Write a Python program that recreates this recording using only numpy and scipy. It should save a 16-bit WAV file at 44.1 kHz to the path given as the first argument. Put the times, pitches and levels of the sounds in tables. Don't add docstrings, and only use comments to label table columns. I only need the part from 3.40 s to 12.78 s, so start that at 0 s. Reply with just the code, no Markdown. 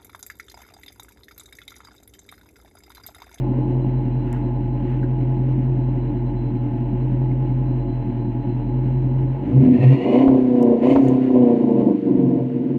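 import sys
import numpy as np
from scipy import signal
from scipy.fft import rfft, irfft, next_fast_len
from scipy.io import wavfile
from scipy.ndimage import uniform_filter1d, minimum_filter1d, map_coordinates

SR = 44100
rng = np.random.default_rng(int(sys.argv[2]) if len(sys.argv) > 2 else 0)


def transcribe(u):
    v = np.clip(np.atleast_2d(u).T, -1, 1)
    q = np.round(v * 32767).astype(np.int16)
    wavfile.write(sys.argv[1], SR, q)


N = 413658

CYLINDERS = 8


def amp(db):
    return 10 ** (np.asarray(db) / 20)


def unit(x):
    return x / np.sqrt(np.mean(x ** 2) + 1e-20)


def bell(x, centre, width):
    return np.exp(-np.minimum(((x - centre) / width) ** 2, 20))


def below(hz, edge_hz, order=12):
    return 1 / (1 + (hz / edge_hz) ** order)


def wobble(rate, step=8):
    knots = rng.standard_normal(int(N * rate / SR) + 4)
    at = np.arange(0, N + step, step)
    return np.interp(np.arange(N), at, map_coordinates(knots, [at * rate / SR]))


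def filtered(x, response):
    size = next_fast_len(N + SR // 2)
    return irfft(rfft(x, size) * response(np.fft.rfftfreq(size, 1 / SR)), size)[:N]


def noise(colour):
    points_hz, db = np.transpose(colour)
    white = rng.standard_normal(N)
    return unit(filtered(white, lambda hz: amp(np.interp(np.log(hz + 1), np.log(points_hz), db))))


def register(x, low_hz, high_hz, span_s):
    band = filtered(x, lambda hz: below(hz, high_hz) - below(hz, low_hz))
    size = int(span_s * SR)
    power = uniform_filter1d(uniform_filter1d(band * band, size), size)
    return band / np.sqrt(np.abs(power) + 1e-14)


def engine_speed(t):
    # time in seconds, firings per second.
    idle = [(0,42.1),(.38,42.8),(.78,41.7),(1.25,41.3),(1.58,42.3),(2.33,42.9),(2.72,41.2),(2.98,41.2),(3.33,40.3),(3.72,42.7),(4.28,42.4),(4.7,40),(5.05,40),(5.45,42.7),(5.93,43.4)]
    # time in seconds, firings per second.
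    revs = [(6.01,45),(6.2,68),(6.42,112),(6.5,130),(6.7,217),(6.8,261),(6.85,270),(7.1,249),(7.41,228),(7.5,269),(7.57,276),(7.7,258),(7.9,258),(8.5,202),(8.7,195),(9,171),(9.38,156)]
    times, rates = np.vstack([idle, revs]).T
    return np.exp(np.interp(t, times, np.log(rates)))


def pedal(t):
    # start, opening time, moment of lift, closing time, all in seconds.
    blips = [(6.02, 0.43, 6.78, 0.25), (7.409, 0.041, 7.525, 0.11)]
    return sum(np.clip(np.minimum((t - start) / opening, 1 - (t - lift) / closing), 0, 1)
               for start, opening, lift, closing in blips)


def levels(t, speed, throttle):
    # firings per second, then boom, drone, bark, throb and
    # rasp in dB, then firing tones and turbulence in dB over the lope.
    shut_mix = [(40.8, -25.5, -28, -42.5, -34.5, -56, 0.5, -2),
                (41.13, -27, -28, -41, -30.5, -56, -1.5, -4), (79, -19, -15, -32.5, -36.5, -52, 7.5, -12),
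                (157, -33.5, -19.5, -35.5, -56.5, -58, -8.5, -9.5),
                (196, -28.5, -20, -31, -54.5, -56.5, -1.5, -6.5),
                (239, -33, -16.5, -23.5, -50.5, -51.5, -1, -6), (274, -35, -11, -24.5, -48, -51.5, -4, -6)]
    throttle_push = (1.1, 1.1, 4.4, 3.7, 10.5, 0.6, 6.5)
    # multiple of the firing rate, resonance in Hz,
    # width in Hz, change of boom and of drone in dB.
    crossings = [(3, 129.74, 5.7, 5.5, -2), (2, 125.6, 34.5, 8.5, 3.5), (1, 130, 25, 18, -4.5),
                 (.5, 130, 6.4, 6.5, -1), (3, 247, 24, 4, 5.5)]
    # centre and half length in seconds, then change of boom,
    # drone, bark, throb and rasp in dB.
    surges = [(0.214, 0.25, -1.5, 3, 4.5, -1.5, 0), (0.921, 0.078, -1.5, -0.5, -3, 0, 4),
              (1.255, 0.022, 0.5, -6, -5, 0, -1), (1.502, 0.09, -2, 0.5, 0.5, 0, 3),
              (2.185, 0.026, 1, 4.5, -0.5, 0, 1.5), (2.973, .02, 0.5, -7, -3, 1, 1.5),
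              (4.584, .03, -2.5, -9, 0, 3, -1), (5.014, 0.02, -3.5, -4, -4, 0, -0.5),
              (5.987, 0.077, -6.5, -6, 3, -6, 1), (6.35, 0.047, -3.5, 2.5, -1, 3, -3),
              (6.437, 0.012, 3, 0, 5, 0, 4), (6.514, 0.04, 2.5, 2, 5, -3, 6.5),
              (6.762, .08, -2, 0.5, 0, -2, 1), (6.907, 0.056, 4, 4, 3, 13, -1),
              (7.066, 0.051, -2, -3, -7, 0.5, -0.5), (7.341, 0.045, -6, 2.5, 7, 3, -0.5),
              (7.546, 0.0068, -9, -9, -9, -2, -6.5), (7.566, 0.021, 6, -2, 4.5, 0.5, 2.5),
              (7.692, 0.07, 8.5, -2, -0.5, 6.5, 3.5), (7.83, 0.084, -4, -2.5, -7.5, 2, 2),
              (7.957, 0.012, 5, 5, 5.5, 4, 3.5), (8.016, 0.015, 4, 6, 3.5, -1, 3),
              (8.131, 0.024, 7, 0.5, 1, -3, -2), (8.238, 0.026, 0.5, 1, 3, 4, 0),
              (8.306, 0.026, -2, 1, 8, 1, 1), (8.417, 0.06, 3, 2.5, 7.5, 1, 1.5),
              (8.492, 0.055, -4, 2.5, 3, 0, -1.5), (8.633, 0.11, -10, -1.5, -3, -3.5, 1.5),
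              (8.855, 0.14, 7, 3, 4.5, 8, 0), (9.016, .03, 4.5, -4.5, 4.5, -3, -1),
              (9.096, 0.054, 0, -8, -1, -2, -0.5)]
    rates, *faders = np.transpose(shut_mix)
    db = np.array([np.interp(speed, rates, shut) + push * throttle
                   for shut, push in zip(faders, throttle_push)])
    for multiple, hz, width, *changes in crossings:
        db[:len(changes)] += np.outer(changes, bell(speed * multiple, hz, width))
    for centre, half_length, *changes in surges:
        db[:len(changes)] += np.outer(changes, bell(t, centre, half_length))
    return db


def firing_count(speed):
    scatter = .025 * (1 - below(speed, 140))
    return np.cumsum(speed) / SR + scatter * wobble(45)


def firing_tones(firings, idling, cooling, dulling_db_per_octave=5):
    # multiple of the firing rate,
    # level at idle and level when revved, in dB.
    partials = [(.5,-11,-1),(.75,-11,1),(1,14,13),(1.125,-9.5,-1),(1.25,-2,4.5),(1.5,-8,-1.5),(2,19,11),(2.25,-7,5.5),(2.5,-5.5,-1),(3,17.5,-0.5),(4,0,-2.5),(5,4,-8),(6,7.5,-11)]
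    out = np.zeros(N)
    for multiple, idle_db, rev_db in partials:
        dulling_db = dulling_db_per_octave * cooling * np.log2(max(multiple, 1))
        gain = idling * amp(idle_db) + (1 - idling) * amp(rev_db - dulling_db)
        out += gain * np.sqrt(2) * np.sin(2 * np.pi * multiple * firings)
    return out


def lope(firings, idling, harmonics=260, size=8192, blur_hz=850, revved_db=-1):
    lines = np.exp(2j * np.pi * rng.random(harmonics))
    cycle = irfft(np.r_[0, lines], size) * size / np.sqrt(2)
    pattern = np.interp(firings / CYLINDERS % 1, np.arange(size) / size, cycle)
    blurred = amp(revved_db) * filtered(pattern, lambda hz: below(hz, blur_hz, order=4))
    return idling * pattern + (1 - idling) * blurred


def puffs(firings, depth):
    return unit(1 + depth * np.cos(2 * np.pi * firings))


def turbulence(firings, speed, kick_share=.4, spread=.15):
    fired = np.flatnonzero(np.diff(np.floor(firings)) > 0)
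    strength, spike = rng.standard_normal((2, N))[:, :len(fired)]
    kicks = np.zeros(N)
    kicks[fired] = strength * np.exp(spread * spike - spread ** 2) * np.sqrt(SR / speed[fired])
    eddies = rng.standard_normal(N) * puffs(firings, depth=0.76)
    flow = np.sqrt(kick_share) * kicks + np.sqrt(1 - kick_share) * eddies
    return flow * np.sqrt(SR / 2 * CYLINDERS / speed)


def pipe(hz, modes, skirt=1):
    return sum(amp(db) / (1 + ((hz - centre) / width) ** 2) ** skirt for centre, width, db in modes)


def exhaust(t, firings, speed, boom_db, drone_db, bark_db, firing_db, turbulence_db):
    # frequency in Hz, half width in Hz, gain in dB.
    idle_modes = [(128.6,10,-1),(198,15,-15.5),(245.5,14,-3.5),(293.8,16,-2.5),(354.7,8.95,-0.5),(446.2,8.1,-10.5),(553.5,10,-13),(575.4,4.3,-24),(660,140,-26.5),(836.7,12,-16),(864,13,-21),(925,16,-29.5),(1035,56,-29)]
    hot_modes = [(133,9,3.5),(186,18,-15.5),(248.5,15,-1),(272.2,5.8,-1),(299,31,-4),(360,9.2,-2),(382,17,-0.5),(471.6,14,-6),(491.7,13,-3),(534,28,-21),(592.7,14,-7),(648,49,-17),(718.6,29,-10),(850,49,-24),(995,99,-16.5)]
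    cooling_modes = [(132.6,6.1,3.5),(183.7,8.6,-12),(213,10,-13),(252,7.8,6),(300,24,-3),(360.7,19,-1.5),(465.9,8.3,2),(510,22,-19),(579,17,-10.5),(692,32,-14.5),(871,12,-19.5),(985,110,-22.5)]
    cooling_start_s, cooling_fade_s = 8.12, 0.15
    idling = below(speed, 58)
    cooling = np.clip((t - cooling_start_s) / cooling_fade_s, 0, 1)
    hot = (1 - idling) * (1 - cooling)
    drive = (amp(firing_db) * firing_tones(firings, idling, cooling) + lope(firings, idling)
             + amp(turbulence_db) * turbulence(firings, speed))
    ring = (filtered(idling * drive, lambda hz: pipe(hz, idle_modes)) + bloom(drive, speed)
            + filtered(hot * drive, lambda hz: pipe(hz, hot_modes, skirt=1.24))
            + filtered(cooling * drive, lambda hz: pipe(hz, cooling_modes, skirt=1.17)))
    boom = amp(boom_db) * register(ring, 80, 170.4, span_s=0.19)
    drone = amp(drone_db + chug(firings, idling)) * register(ring, 180, 372, span_s=0.17)
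    bark = amp(bark_db) * register(ring, 401.3, 1150, span_s=0.3)
    return boom + drone + bark


def idle_lumps(x, firings, speed, uneven=0.51):
    # centre in Hz, half width in Hz, place in the cycle (0-1), swing in dB.
    bands = [(124, 46, 0.4, 0.9), (194, 25, .47, 6.5), (295, 12, 0.18, 2), (350, 30, .8, 0.7)]
    out, idling = x, below(speed, 49)
    for centre, width, place, swing_db in bands:
        swell = np.cos(2 * np.pi * (firings / CYLINDERS - place))
        db = idling * swing_db * (1 + uneven * wobble(5)) * swell
        out = out + (amp(db) - 1) * filtered(x, lambda hz: bell(hz, centre, width))
    return out


def singing(t, speed, waver_db=2.2, drift_radians=0.32):
    # frequency in Hz, level in dB.
    modes = [(675,-53.5),(717.5,-57.5),(840,-48),(875,-53.5),(945.5,-55.5),(1035,-62.5)]
    # centre and half length in seconds, change in dB.
    swells = [(.95, 0.18, 4.5), (4.552, .25, 2), (4.98, .17, 4.5), (5.599, .35, -0.5)]
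    rings = sum(amp(db + waver_db * wobble(5)) * np.sin(2 * np.pi * hz * t + drift_radians * wobble(20))
                for hz, db in modes)
    swell_db = sum(db * bell(t, centre, half_length) for centre, half_length, db in swells)
    return np.sqrt(2) * amp(swell_db) * below(speed, 71, order=4) * rings


def throb(firings, speed, level_db, idle_rumble_db=-14):
    # frequency in Hz, level in dB.
    colour = [(15,-23.5),(35,-9.5),(50,1.5),(70,-1.5),(100,-4.5),(150,-21),(400,-56),(1000,-120)]
    slow = below(speed, 120)
    tone = slow * np.sqrt(2) * np.sin(2 * np.pi * firings)
    rumble = (amp(idle_rumble_db) * slow + 1.2 * (1 - slow)) * noise(colour)
    return amp(level_db) * (tone + rumble)


def gas(firings, speed, throttle, level_db, flutter_db=0.93, fast_share=0.25):
    # frequency in Hz, level in dB.
    rush = [(700,-42),(1150,-1),(1600,0),(2100,0),(2400,-3.5),(2900,-2.5),(3400,-15),(4200,-19),(5000,-29.5),(6500,-28.5),(8500,-38),(11500,-35),(15500,-39.5)]
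    rasp = [(700,-40.5),(1150,-1.5),(1500,-9.5),(2100,3.5),(2900,-2.5),(3500,-12.5),(4300,-17),(5200,-25.5),(6800,-27),(9000,-36),(11500,-37),(15500,-49)]
    raspy = np.clip(throttle + fast_share * (1 - below(speed, 77)), 0, 1)
    flow = np.sqrt(1 - raspy) * noise(rush) + np.sqrt(raspy) * noise(rasp)
    return amp(level_db + flutter_db * wobble(25)) * flow * puffs(firings, depth=0.1)


def hiss(speed, full_speed=260, full_db=-66, db_per_octave=11.5):
    # frequency in Hz, level in dB.
    colour = [(2000,-30.5),(3400,3.5),(4400,0),(5000,-9.5),(6200,-8),(8500,-24),(11500,-29.5),(15500,-47.5)]
    return amp(full_db + db_per_octave * np.log2(speed / full_speed)) * noise(colour)


def whine(t, speed, pitch_hz=4040, waver_hz=16, level_db=-72):
    # centre and half length in seconds, rise in dB.
    swells = [(.48, .15, 5), (.8, 0.087, 6), (1.1, 0.074, 8), (2.943, 0.22, 6.5), (4.585, 0.3, 5.5),
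              (5.081, 0.12, 6)]
    swell_db = sum(db * bell(t, centre, half_length) for centre, half_length, db in swells)
    phase = 2 * np.pi * np.cumsum(pitch_hz + waver_hz * wobble(150)) / SR
    chirps = unit(1 + .75 * np.tanh(wobble(30)) + .3 * wobble(140))
    return amp(level_db + swell_db) * chirps * below(speed, 65) * np.sin(phase)


def walls(x, predelay_s=.012, t60=0.21, wet_db=-17):
    t = np.arange(SR // 2) / SR
    tail = rng.standard_normal(len(t)) * amp(-60 * t / t60) * (t > predelay_s)
    return x + amp(wet_db) * signal.fftconvolve(x, tail / np.linalg.norm(tail))[:N]


def knocks(reach_octaves=0.31, rise_s=0.001, grit=0.058):
    # start in seconds, frequency that rings most in Hz, strength in dB.
    contacts = [(.658,2130,-45.5),(.876,1600,-42.5),(.928,1900,-34.5),(.943,1500,-39),(.962,1390,-36),(1.523,1570,-45),(1.629,1650,-31.5),(1.64,1560,-39),
                (2.187,2110,-41),(2.259,1480,-43),(2.888,1570,-49.5),(3.15,2020,-45.5),(3.912,2060,-37),(4.095,2120,-45)]
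    # frequency in Hz, relative level in dB, seconds to fall by 60 dB.
    modes = [(1270,-1.5,0.055),(1470,-3.5,0.11),(1620,-3.5,0.083),(1860,-4,.06),(2150,-2,0.062),(2430,-3,.05),(2935,-2.5,.05)]
    out, t = np.zeros(N), np.arange(SR // 4) / SR
    hz, db, t60 = np.transpose(modes)[:, :, None]
    attack = 1 - np.exp(-t / rise_s)
    for start, main_hz, strength_db in contacts:
        weights = amp(db) * bell(np.log2(hz / main_hz), 0, reach_octaves)
        phase = 2 * np.pi * (hz * t + rng.random(hz.shape))
        buzz = grit * np.cumsum(rng.standard_normal((len(hz), len(t))), axis=1)
        ring = np.sum(weights * amp(-60 * t / t60) * np.sin(phase + buzz), axis=0)
        out[int(start * SR):][:len(t)] += amp(strength_db) * attack * ring / np.linalg.norm(weights) / 2
    return out


def cracks(rise_s=.002, crack_t60=0.056, thump_t60=0.097, thump_hz=65):
    # start in seconds, crack level in dB, thump level in dB.
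    bursts = [(0.928,-33,-44),(6.877,-19,-17),(7.558,-14.5,-24),(7.953,-35.5,-41.5),(8.005,-34,-39),(8.411,-34,-35)]
    # frequency in Hz, level in dB.
    colour = [(100,-18.5),(400,5),(900,6.5),(1400,-6.5),(2200,-17.5),(3500,-25.5),(7000,-46),(15000,-64)]
    out, blast = np.zeros(N), noise(colour)
    t = np.arange(SR // 4) / SR
    attack = 1 - np.exp(-(t / rise_s) ** 2)
    for start, crack_db, thump_db in bursts:
        span = slice(int(start * SR), int(start * SR) + len(t))
        crack = amp(crack_db - 60 * t / crack_t60) * blast[span]
        thump = amp(thump_db - 60 * t / thump_t60) * np.sin(2 * np.pi * thump_hz * t)
        out[span] += attack * (crack + thump)
    return out


def ticks(t, t60=0.0044):
    # start in seconds, level in dB, brightest frequency in Hz.
    hits = [(0.9285, -37, 7890), (7.228, -33, 6240), (7.684, -36, 6900)]
    # multiple of its brightest frequency, level in dB.
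    colour = [(.15,-50),(.5,-20.5),(.75,-9),(1,2),(1.35,-15.5),(2.3,-20.5)]
    out = np.zeros(N)
    for start, db, hz in hits:
        envelope = (t >= start) * amp(db - 60 * np.abs(t - start) / t60)
        out += envelope * noise([(hz * ratio, level) for ratio, level in colour])
    return out


def chug(firings, idling, depth_db=1.9):
    return (1 - idling) * depth_db * np.cos(2 * np.pi * firings / CYLINDERS)


def intake(speed, throttle, width_hz=170, wander_hz=35, snarl_db=2.2):
    # frequency in Hz at 100 firings per second, climb in Hz per octave
    # of speed, level at full throttle in dB, exponent of the throttle.
    modes = [(1820,230,-44.5,3.6),(2270,150,-51,3.5),(2500,120,-54.5,3),(2680,210,-46.5,4),(4130,150,-64.5,1.2)]
    out, snarl = np.zeros(N), amp(snarl_db * wobble(28))
    for hz, climb, db, exponent in modes:
        pitch_hz = hz + climb * np.log2(speed / 100) + wander_hz * wobble(20)
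        phase = 2 * np.pi * np.cumsum(pitch_hz) / SR
        band = wobble(width_hz) * np.cos(phase) + wobble(width_hz) * np.sin(phase)
        out += amp(db) * throttle ** exponent * unit(snarl * band)
    return out


def bloom(drive, speed, mode_hz=251, width_hz=9, reach_hz=48, gain_db=13):
    near = bell(3 * speed, mode_hz, reach_hz)
    return filtered(near * drive, lambda hz: pipe(hz, [(mode_hz, width_hz, gain_db)]))


def burble(speed, throttle, depth_db=1.36):
    return depth_db * (1 - below(speed, 100)) * (1 - throttle) * wobble(16)


def spits(t):
    # centre and half length in seconds, level in dB.
    jets = [(7.51, 0.054, -59.5), (7.66, .08, -63.5)]
    # frequency in Hz, level in dB.
    colour = [(2000,-20.5),(4300,-0.5),(5300,-1.5),(6800,2),(9000,-10.5),(11500,-8),(13000,-20.5),(15500,-26.5)]
    return noise(colour) * sum(amp(db) * bell(t, centre, half_length) for centre, half_length, db in jets)


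def scene():
    t = np.arange(N) / SR
    speed, throttle = engine_speed(t), pedal(t)
    boom_db, drone_db, bark_db, throb_db, rasp_db, firing_db, turbulence_db = levels(t, speed, throttle)
    firings = firing_count(speed)
    air = gas(firings, speed, throttle, rasp_db) + intake(speed, throttle) + hiss(speed) + spits(t)
    bright = air + cracks() + knocks() + ticks(t) + whine(t, speed)
    pipes = exhaust(t, firings, speed, boom_db, drone_db, bark_db, firing_db, turbulence_db)
    pipes = idle_lumps(amp(burble(speed, throttle)) * pipes, firings, speed)
    return (pipes + singing(t, speed) + throb(firings, speed, throb_db) + walls(bright))[None]


def record(dry, ceiling=0.66, smooth_samples=441, top_hz=15750):
    needed = ceiling / np.maximum(np.abs(dry[0]), ceiling)
    gain = uniform_filter1d(minimum_filter1d(needed, 2 * smooth_samples), smooth_samples)
    return filtered(dry[0] * gain, lambda hz: hz < top_hz)[None]


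dry = scene()
out = record(dry)
transcribe(out)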